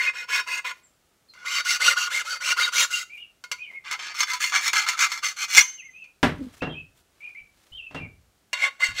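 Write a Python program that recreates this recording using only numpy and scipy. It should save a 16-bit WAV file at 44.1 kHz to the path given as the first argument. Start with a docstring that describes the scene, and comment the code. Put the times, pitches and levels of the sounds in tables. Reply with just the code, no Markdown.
"""Bouts of quick rasping strokes with squeals, a steel ring, hollow knocks and a songbird in faint open air.
A hand file deburrs a steel strut on a deck: tooth ticks and chip noise drive the strut's modes.
Sines make the squeals and the free ring. The file is dropped on a hollow plastic table and picked up:
modes and noise bands; its handle groans there in two harmonics. The bird is gliding sines, echoed by trees.
Skin rustles and air are filtered noise."""
import sys
import numpy as np
from scipy import signal
from scipy.fft import rfft, irfft
from scipy.io import wavfile

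SR = 44100
rng = np.random.default_rng(int(sys.argv[2]) if len(sys.argv) > 2 else 0)


def master(y):
    """Save y as 16-bit WAV."""
    cut = np.clip(np.atleast_2d(y).T, -1, 1)
    pcm = np.round(cut * 32767)  # scale
    wavfile.write(sys.argv[1], SR, pcm.astype(np.int16))


N = 396900
# samples given to one event, with its time/s and frequency/Hz axes
SIZE = 32768
T, HZ = np.arange(SIZE) / SR, np.arange(SIZE // 2 + 1) * SR / SIZE

# starts of the bouts, each with its own grip on the strut: t/s
BOUT_STARTS_S = [0, 1.2, 3.7, 8.3]


def from_db(db):
    """Amplitude factor of a level in dB."""
    return 10 ** (np.asarray(db) / 20)


def rms_one(x):
    """Scale to an RMS of 1."""
    return x / np.sqrt(np.mean(x ** 2) + 1e-20)


def at_hz(rows, hz, axis=1):
    """One column of a table, joined by straight lines over log frequency."""
    rows = np.array(rows, float)
    return np.interp(np.log(hz + 1e-9), np.log(rows[:, 0]), rows[:, axis])


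def add(out, start_s, sound):
    """Mix a sound in at a time, trimmed to the scene."""
    at = round(start_s * SR)
    sound, at = sound[max(0, -at):], max(0, at)
    out[at:at + len(sound)] += sound[:N - at]


def band(x, hz, kind, order=2):
    """Butterworth filter."""
    edges_hz = np.clip(hz, 10, .45 * SR)
    return signal.sosfilt(signal.butter(order, edges_hz, kind, fs=SR, output="sos"), x)


def noise():
    """White noise, one event long."""
    return rng.standard_normal(SIZE)


def drift(rate_hz):
    """Random wander of RMS 1, falling off above rate_hz."""
    return rms_one(irfft(rfft(noise()) / (1 + (HZ / rate_hz) ** 2)))


def arch(length_s):
    """Parabola from 0 up to 1 and back over a length of time."""
    along = np.clip(T / length_s, 0, 1)
    return 1 - (2 * along - 1) ** 2


def ring(modes, spread_db=0):
    """Struck body: decaying sines of alternating sign, mode levels varied at random by spread_db."""
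    out = np.zeros(SIZE)
    for k, (hz, db, t60_s) in enumerate(modes):
        decay = from_db(db + spread_db * rng.normal() - 60 * T / t60_s)
        out += (-1) ** k * decay * np.sin(2 * np.pi * hz * T)
    return out


def scatter(t60_s, wet_db):
    """Impulse response: direct sound plus dense, dying reflections."""
    tail = rms_one(noise() * from_db(-60 * T / t60_s)) / np.sqrt(SIZE)
    return (T == 0) + from_db(wet_db) * tail


def air():
    """Steady open-air hiss: noise shaped in frequency."""
    # spectrum: f/Hz, relative level/(dB per Hz)
    spectrum = [(15, -45), (25, -10), (64, -11), (389, -16.5), (469, -17.5), (666, -18), (1080, -23.5),
                (1270, -19), (1660, -22.5), (5140, -26.5), (7500, -27), (15500, -34)]
    level_db = -66.5
    hz = np.arange(N // 2 + 1) * SR / N
    hiss = irfft(rfft(rng.standard_normal(N)) * from_db(at_hz(spectrum, hz)), N)
    return from_db(level_db) * rms_one(band(hiss, 45, "high"))


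def bout_at(s):
    """Index of the bout under way."""
    return np.searchsorted(BOUT_STARTS_S, max(s, 0), side="right") - 1


def strut_response(bout):
    """Broad contact colour with the strut's resonances standing out; each grip drives them differently."""
    # broad colour of the rasp: f/Hz, relative level/dB in bouts 1, 2, 3, 4
    rasp = [(150.7, -66.5, -77.5, -62, -35), (294, -40.5, -45, -32, -39), (540, -33.5, -23, -31.5, -10),
            (730, -35, -31, -28, -18), (1324, -27, -14, -8, -20.5), (2200, -17, -25.5, -24, -13.5),
            (3600, -24, -21, -16.5, -18.5), (4940, -29, -18.5, -17.5, -16.5),
            (6560, -33.5, -24, -16.5, -15.5), (9893, -34, -28.5, -28, -24.5),
            (15000, -40, -37.5, -33.5, -32)]
    # strut modes: f/Hz, width/Hz, lift/dB in bouts 1, 2, 3, 4
    strut_modes = [(500, 41, 11.5, 4.5, 3, 3), (1011, 35, 23, 4.5, -4.5, -18),
                   (1097, 37, 5.5, 5.5, -6, 18.5), (1446, 35, 17, 16.5, -1.5, 17),
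                   (1678, 53, 9, -0.5, 4, 13.5), (2092.6, 44.8, 17, 20, 21.5, 21),
                   (2306, 76.5, -13.5, 10.5, 14, 8.5), (2492, 32, 18.5, 6.5, 11.5, 6),
                   (2775, 71, 7, 16, 11.5, 18.5), (3124, 110, 6.5, 10, 8, 12),
                   (3465, 34, 5.5, 6.5, 10.5, 14.5), (3766, 36, 9, 10.5, 3.5, 19.5),
                   (4225, 57, 7, 10, 6.5, 7), (4368, 72, 13, 0, 10.5, 15), (4582, 17, 16.5, 16, 10.5, 16),
                   (5412, 47, 23, 12, 12, 12), (5920, 150, 6.5, 10, 4, 11), (6188, 70, 13.5, 8, 13.5, -10),
                   (6467, 76, 8.5, 10, -5, 10), (6705, 51, 17.5, 10.5, 11, 3),
                   (7290, 110, 11.5, 11.5, 6.5, 5), (7727, 61, 11, 9.5, 3, 15), (8260, 42, 16, 2, 1, 8)]
    response = from_db(at_hz(rasp, HZ, axis=1 + bout))
    for hz, width_hz, *lift_db in strut_modes:
        detune = 2j * (HZ - hz) / width_hz
        response = response * (from_db(lift_db[bout]) + detune) / (1 + detune)
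    return response


def push(along, peak_db, peak_at, light_db):
    """Hand force: rises in dB to one peak and eases off, fading where the file turns round."""
    least_swell_db, turning_db = 5.5, -24
    grip_share, release_share = .13, .11  # of the stroke
    # light_db: force half a stroke away from the peak
    swell_db = max(peak_db - light_db, least_swell_db)
    hold = np.minimum(along / grip_share, (1 - along) / release_share)
    moving = np.clip(hold ** 2, from_db(turning_db), 1) * (along < 1)
    return moving * from_db(peak_db - swell_db * 2 * np.abs(along - peak_at))


def stroke(along, force, teeth_hz, bite_db, contact, response,
           speed_treble_db=6.5, slow_grind_db=17.0, chatter_hz=300):
    """Teeth tick over the edge, faster in mid stroke, amid crunching chips; both drive the strut."""
    grit_db, uneven, chatter_db, chip_db = contact
    speed = (.25 + .75 * np.sin(np.pi * along)) * (1 + .04 * drift(25))
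    passed = np.cumsum(teeth_hz * speed * (1 + uneven * drift(700))) / SR
    ticks = np.diff(np.floor(passed), prepend=0)
    teeth = rms_one(band(ticks, 200, "high") / np.sqrt(speed))
    # several teeth share the edge, which rounds each tick; breaking chips stay sharp
    teeth = band(teeth, 2600, "low")
    chip_sizes = np.minimum(rng.exponential(1, SIZE), 6)
    chips = rms_one(noise() * from_db(chip_db * chip_sizes))
    drive = (teeth + from_db(grit_db) * chips) * from_db(chatter_db * drift(chatter_hz))
    # a fast file cuts brighter, a slow one grinds lower
    high = band(drive, 3500, "high", order=1)
    rest = drive - high
    low, middle = band(rest, 950, "low"), band(rest, 950, "high")
    haste = speed - .8
    low = -low * from_db(-slow_grind_db * haste)
    high = high * from_db(speed_treble_db * haste + bite_db)
    drive = low + middle + high
    smear = rfft(scatter(t60_s=.045, wet_db=-3))
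    sound = irfft(rfft(drive * force) * response * smear)
    return rms_one(sound) * np.sqrt(np.mean(force ** 2))


def squeal(hz, peak_db, half_s):
    """Teeth lock onto a mode of strut or file: a wavering sine swelling to a peak at 4 half_s."""
    swell = np.exp(-np.abs((T - 4 * half_s) / half_s) ** 1.6)
    phase = 2 * np.pi * np.cumsum(hz * (1 + .008 * drift(150))) / SR
    return from_db(peak_db) * swell * np.sin(phase)


def filing(responses):
    """File strokes through the strut, and momentary squeals."""
    # strokes: start t/s, end t/s, peak force level/dB, peak place along the stroke/0-1,
    # tooth rate at full speed/Hz, bite (extra treble) level/dB
    strokes = [(-0.05, 0.117, -22, 0.51, 2500, -4.5), (0.124, 0.259, -32.5, 0.45, 1960, -0.5),
               (0.273, 0.429, -20.5, 0.55, 2270, 5), (0.455, 0.613, -26.5, 0.49, 2502, 5.5),
               (0.637, 0.728, -28, 0.38, 2095, -1.5), (1.329, 1.474, -42.5, 1, 810, -7.5),
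               (1.436, 1.627, -23.5, 0.72, 3060, 1), (1.634, 1.784, -20.5, 0.56, 2180, 11.5),
               (1.786, 1.951, -15.5, 0.51, 2805, 6.5), (1.951, 2.093, -22, 0.35, 2540, 2.5),
               (2.089, 2.236, -24, 0.49, 2320, 6), (2.234, 2.387, -28.5, 0.52, 1530, 3),
               (2.394, 2.542, -19.5, 0.87, 2812, 5.5), (2.554, 2.705, -20.5, 0.37, 2300, 4),
               (2.71, 2.866, -16.0, 0.62, 2460, 13.5), (2.891, 3.046, -26, 0.31, 3000, 18),
               (3.834, 3.967, -31, 0.89, 1600, -17.5), (3.972, 4.142, -33.5, 0.44, 1365, -21),
               (4.13, 4.249, -21.5, 0.84, 1980, 5), (4.26, 4.389, -27, 0.24, 1360, 5),
               (4.386, 4.531, -23.5, 0.27, 2130, 16), (4.51, 4.622, -16, 0.44, 1930, -8),
               (4.596, 4.712, -20.5, 0.63, 2000, 10), (4.716, 4.869, -17.0, 0.41, 1500, -1),
               (4.852, 4.968, -23.5, 0.29, 2340, 0.5), (4.96, 5.083, -14.5, 0.61, 1530, 4.5),
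               (5.073, 5.207, -31.0, 0.48, 1480, 6), (5.218, 5.341, -22, 0.25, 2470, 7.5),
               (5.355, 5.464, -25, 0.66, 1650, 8.5), (5.464, 5.644, -9, 0.65, 2430, 14.5),
               (8.519, 8.701, -18, 0.67, 2300, -5), (8.787, 8.936, -22.5, 0.37, 1940, 2),
               (8.914, 9.03, -14.5, 0.91, 2000, 4.5)]
    # contact by bout: grit against teeth/dB, unevenness of tooth spacing/0-1,
    # chatter/dB, spread of chip sizes/dB
    contacts = [(0, .10, 1.5, 1), (-2.8, .062, 1.9, 2), (1, .2, 3, 3.5), (0, .1, 1.5, 1.5)]
    # light gliding force by bout, half a stroke from the peak: level/dB
    light_touch_db = [-30, -27.5, -33.5, -37.5]
    # squeals: peak t/s, f/Hz, peak level/dB, half length/s
    squeals = [(.085, 2503, -16, 0.012), (1.823, 1480, -23.5, 0.0054), (1.885, 1432, -6.5, 0.0057),
               (2.517, 2775, -18, 0.01), (2.592, 1434, -12.5, 0.0067), (2.643, 3790, -18.5, .017),
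               (2.95, 2790, -19, .0052), (4.209, 6420, -15.5, 0.0037), (4.346, 1001, -30, 0.0255),
               (5.585, 2126, -2.5, 0.0051), (5.598, 2157, -9, .0048), (5.613, 5950, -10.5, 0.0061),
               (8.837, 2066, -12, .011)]
    out = np.zeros(N)
    for start_s, end_s, peak_db, peak_at, teeth_hz, bite_db in strokes:
        bout = bout_at(start_s)
        along = np.clip(T / (end_s - start_s), 0, 1)
        force = push(along, peak_db, peak_at, light_touch_db[bout])
        add(out, start_s, stroke(along, force, teeth_hz, bite_db, contacts[bout], responses[bout]))
    for peak_s, hz, peak_db, half_s in squeals:
        add(out, peak_s - 4 * half_s, squeal(hz, peak_db, half_s))
    return out


def rustles(grain_db=2.5):
    """Hands shift on steel and table: skin slides in small uneven slips of band noise."""
    # slides: middle t/s, level/dB, half length/s, upper edge f/Hz
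    slides = [(0.772, -64.5, 0.044, 6000), (3.171, -63.5, 0.042, 12100), (3.728, -56.5, 0.039, 1550),
              (6.439, -55.5, 0.094, 2310), (6.564, -55, 0.044, 4940), (6.987, -62, .03, 8950),
              (7.248, -65, 0.13, 3004), (7.652, -62.5, 0.12, 5000)]
    out = np.zeros(N)
    for middle_s, db, half_s, top_hz in slides:
        slips = band(noise(), [250, top_hz], "band", order=1) * from_db(grain_db * drift(90))
        swell = np.exp(-((T - 3 * half_s) / half_s) ** 2)
        add(out, middle_s - 3 * half_s, from_db(db) * rms_one(slips) * swell)
    return out


def birds(warble=.015, second_voice_db=-17, flutter_db=2.5, echo_t60_s=.28, echo_db=-4):
    """Arching whistles with a quick warble, smeared by echoes from the trees."""
    # notes: start t/s, length/s, first and last f of the straight glide/Hz, level/dB
    notes = [(.83, 0.048, 7530, 7300, -58), (1.284, 0.042, 4240, 4060, -52),
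             (3.095, 0.09, 2220, 2200, -37.5), (3.172, 0.084, 2733, 2585, -41),
             (3.581, 0.094, 2307, 2274, -39.5), (3.628, 0.043, 3160, 2620, -46.5),
             (3.664, 0.051, 2200, 2000, -40), (3.724, 0.077, 2000, 2030, -38.5),
             (3.858, 0.043, 2270, 2350, -39), (5.776, 0.046, 3070, 2150, -43.5),
             (5.82, 0.083, 1943, 1967, -45), (5.93, 0.14, 2366, 2320, -45.5),
             (6.606, 0.08, 2506, 2643, -37), (6.691, .06, 3230, 3060, -39.5),
             (6.738, .085, 2347, 2450, -40), (7.204, 0.11, 2160, 2220, -38),
             (7.347, 0.066, 2043, 2280, -36.5), (7.719, 0.078, 2920, 2996, -38),
             (7.778, 0.036, 2950, 2450, -37), (7.821, 0.064, 2563, 2526, -38.5),
             (7.951, 0.044, 2680, 2650, -38), (7.996, 0.071, 2300, 2110, -37.5)]
    # the arch above the glide is higher in longer notes
    arch_hz_per_s, note_fade_db = 2200, 5.5
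    out = np.zeros(N)
    for start_s, length_s, first_hz, last_hz, db in notes:
        bow = arch(length_s)
        hz = np.interp(T, [0, length_s], [first_hz, last_hz]) + arch_hz_per_s * length_s * bow
        phase = 2 * np.pi * np.cumsum(hz * (1 + warble * drift(120))) / SR
        # the other side of the syrinx adds a faint, hoarse voice a little higher
        second_voice = from_db(second_voice_db) * drift(200) * np.sin(1.12 * phase)
        gate = np.clip(np.minimum(T, length_s - T) / .005, 0, 1)
        level_db = db - note_fade_db * (1 - bow) + flutter_db * drift(60)
        add(out, start_s, gate * (np.sin(phase) + second_voice) * from_db(level_db))
    return signal.fftconvolve(out, scatter(echo_t60_s, echo_db))[:N]


def taps(responses, crunch_t60_s=.07, file_db=-16):
    """File touches or catches: noise crunch into the strut, file ringing in the hand; later a free ring."""
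    # touches: t/s, crunch peak level/dB
    touches = [(1.337, -43), (3.439, -27), (3.515, -16), (3.912, -18), (3.926, -17.5), (4.205, -10.5),
               (4.334, -16.5), (4.441, -12), (4.68, -18), (4.732, -9.5), (4.887, -8), (4.991, -14),
               (5.118, -15.5), (5.235, -27), (6.041, -47), (8.531, -11.5)]
    # modes of the file: f/Hz, relative level/dB, t60/s
    file_modes = [(1001, -6.5, 0.18), (2150, 1, .18), (2560, -8, 0.09), (4400, -8, .18),
                  (6340, -52.5, 0.14)]
    # steel ringing free, with a beating pair on top: f/Hz, relative level/dB, t60/s
    free_modes = [(1001, -9, 0.21), (2153, -14.5, 0.32), (3040, -14.5, 0.62), (5389, -21, .4),
                  (6282, -3.5, 0.57), (6300, -7, 0.58), (7386, -30.5, 0.29)]
    slip_off_s, free_ring_db = 5.615, -25.5
    out = np.zeros(N)
    for s, db in touches:
        burst = noise() * from_db(-60 * T / crunch_t60_s)
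        crunch = irfft(rfft(burst) * responses[bout_at(s)])
        crunch = crunch * (T < T[-1] / 2)  # drops FFT wrap-around
        add(out, s, from_db(db) * (crunch / np.abs(crunch).max() + from_db(file_db) * ring(file_modes)))
    add(out, slip_off_s, from_db(free_ring_db) * ring(free_modes))
    return out


def table(clatter_db=4.5):
    """Blows on the hollow top: low modes and clatter, duller for a softer contact."""
    # knocks: t/s, level/dB, contact hardness as low-pass f/Hz
    knocks = [(6.229, -5.5, 3500), (6.262, -32, 1400), (6.305, -41, 1300), (6.62, -17, 1580),
              (6.671, -23, 410), (7.41, -54, 23), (7.714, -45.5, 20.4), (7.909, -39.5, 3100),
              (7.946, -24.5, 3000), (8.005, -29, 100), (8.048, -41, 380), (8.885, -36, 30)]
    # modes of the top: f/Hz, relative level/dB, t60/s
    top_modes = [(52, -17.5, .4), (86.1, -9.5, 0.51), (104.8, -17.5, 0.18), (154.8, -2, 0.32),
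                 (244.7, -3, 0.18), (280, 4.5, 0.15), (500, -29.5, 0.065), (598, -4, 0.27),
                 (745, -1.5, 0.119), (980, -18.5, .15), (1200, -24.5, 0.1), (1410, -12, 0.158),
                 (1654, -4, 0.17)]
    # dense upper modes and loose parts: f/Hz, relative level/(dB per Hz), t60/s
    clatter_bands = [(59, -6.5, 0.73), (246, 2.5, 0.34), (696, 0.5, 0.21), (2000, -3, 0.26),
                     (3950, -10, 0.18), (8000, -18.5, 0.19), (15000, -23.5, 0.26)]
    out, edges_hz = np.zeros(N), np.geomspace(40, 16000, num=13)
    for s, db, hard_hz in knocks:
        clatter = np.zeros(SIZE)
        for low_hz, high_hz in zip(edges_hz, edges_hz[1:]):
            hz = np.sqrt(low_hz * high_hz)
            t60_s = at_hz(clatter_bands, hz, axis=2)
            decay = from_db(at_hz(clatter_bands, hz) - 60 * T / t60_s)
            clatter += band(noise(), [low_hz, high_hz], "band") * decay
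        blow = rms_one(ring(top_modes, spread_db=1.5)) + from_db(clatter_db) * rms_one(clatter)
        blow = band(blow, hard_hz, "low", order=1)
        blow = band(blow, 4 * hard_hz, "low")
        # level refers to 3 x the RMS of the first 30 ms
        add(out, s, from_db(db) * blow / (3 * blow[T < .03].std()))
    return out


def handle_rub(judder_db=3.5):
    """Handle rubs on the table: stick and slip give a short two-harmonic groan sinking in pitch."""
    start_s, length_s, level_db = 6.36, .13, -31
    start_hz, sag_hz_per_s = 289, 393
    out = np.zeros(N)
    hz = start_hz - sag_hz_per_s * np.minimum(T, length_s)
    phase = 2 * np.pi * np.cumsum(hz * (1 + .05 * drift(80))) / SR
    groan = np.sin(phase) + .1 * np.sin(2 * phase)
    add(out, start_s, arch(length_s) * from_db(level_db + judder_db * drift(30)) * groan)
    return out


def scene():
    """Work sounds with the deck's tail, plus bird and air."""
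    responses = [strut_response(bout) for bout in range(len(BOUT_STARTS_S))]
    work = filing(responses) + rustles() + taps(responses) + table() + handle_rub()
    # wall, railing and boards of the deck return a faint tail
    deck = signal.fftconvolve(work, scatter(t60_s=.32, wet_db=-15.5))[:N]
    return (air() + deck + birds())[None]


def record(dry):
    """Clip peaks at full scale, then cut the top with a steep low-pass."""
    cutoff_hz = 15700
    low_pass = signal.ellip(10, .2, 80, cutoff_hz, fs=SR, output="sos")
    return signal.sosfilt(low_pass, np.clip(dry, -1, 1))


dry = scene()
out = record(dry)
master(out)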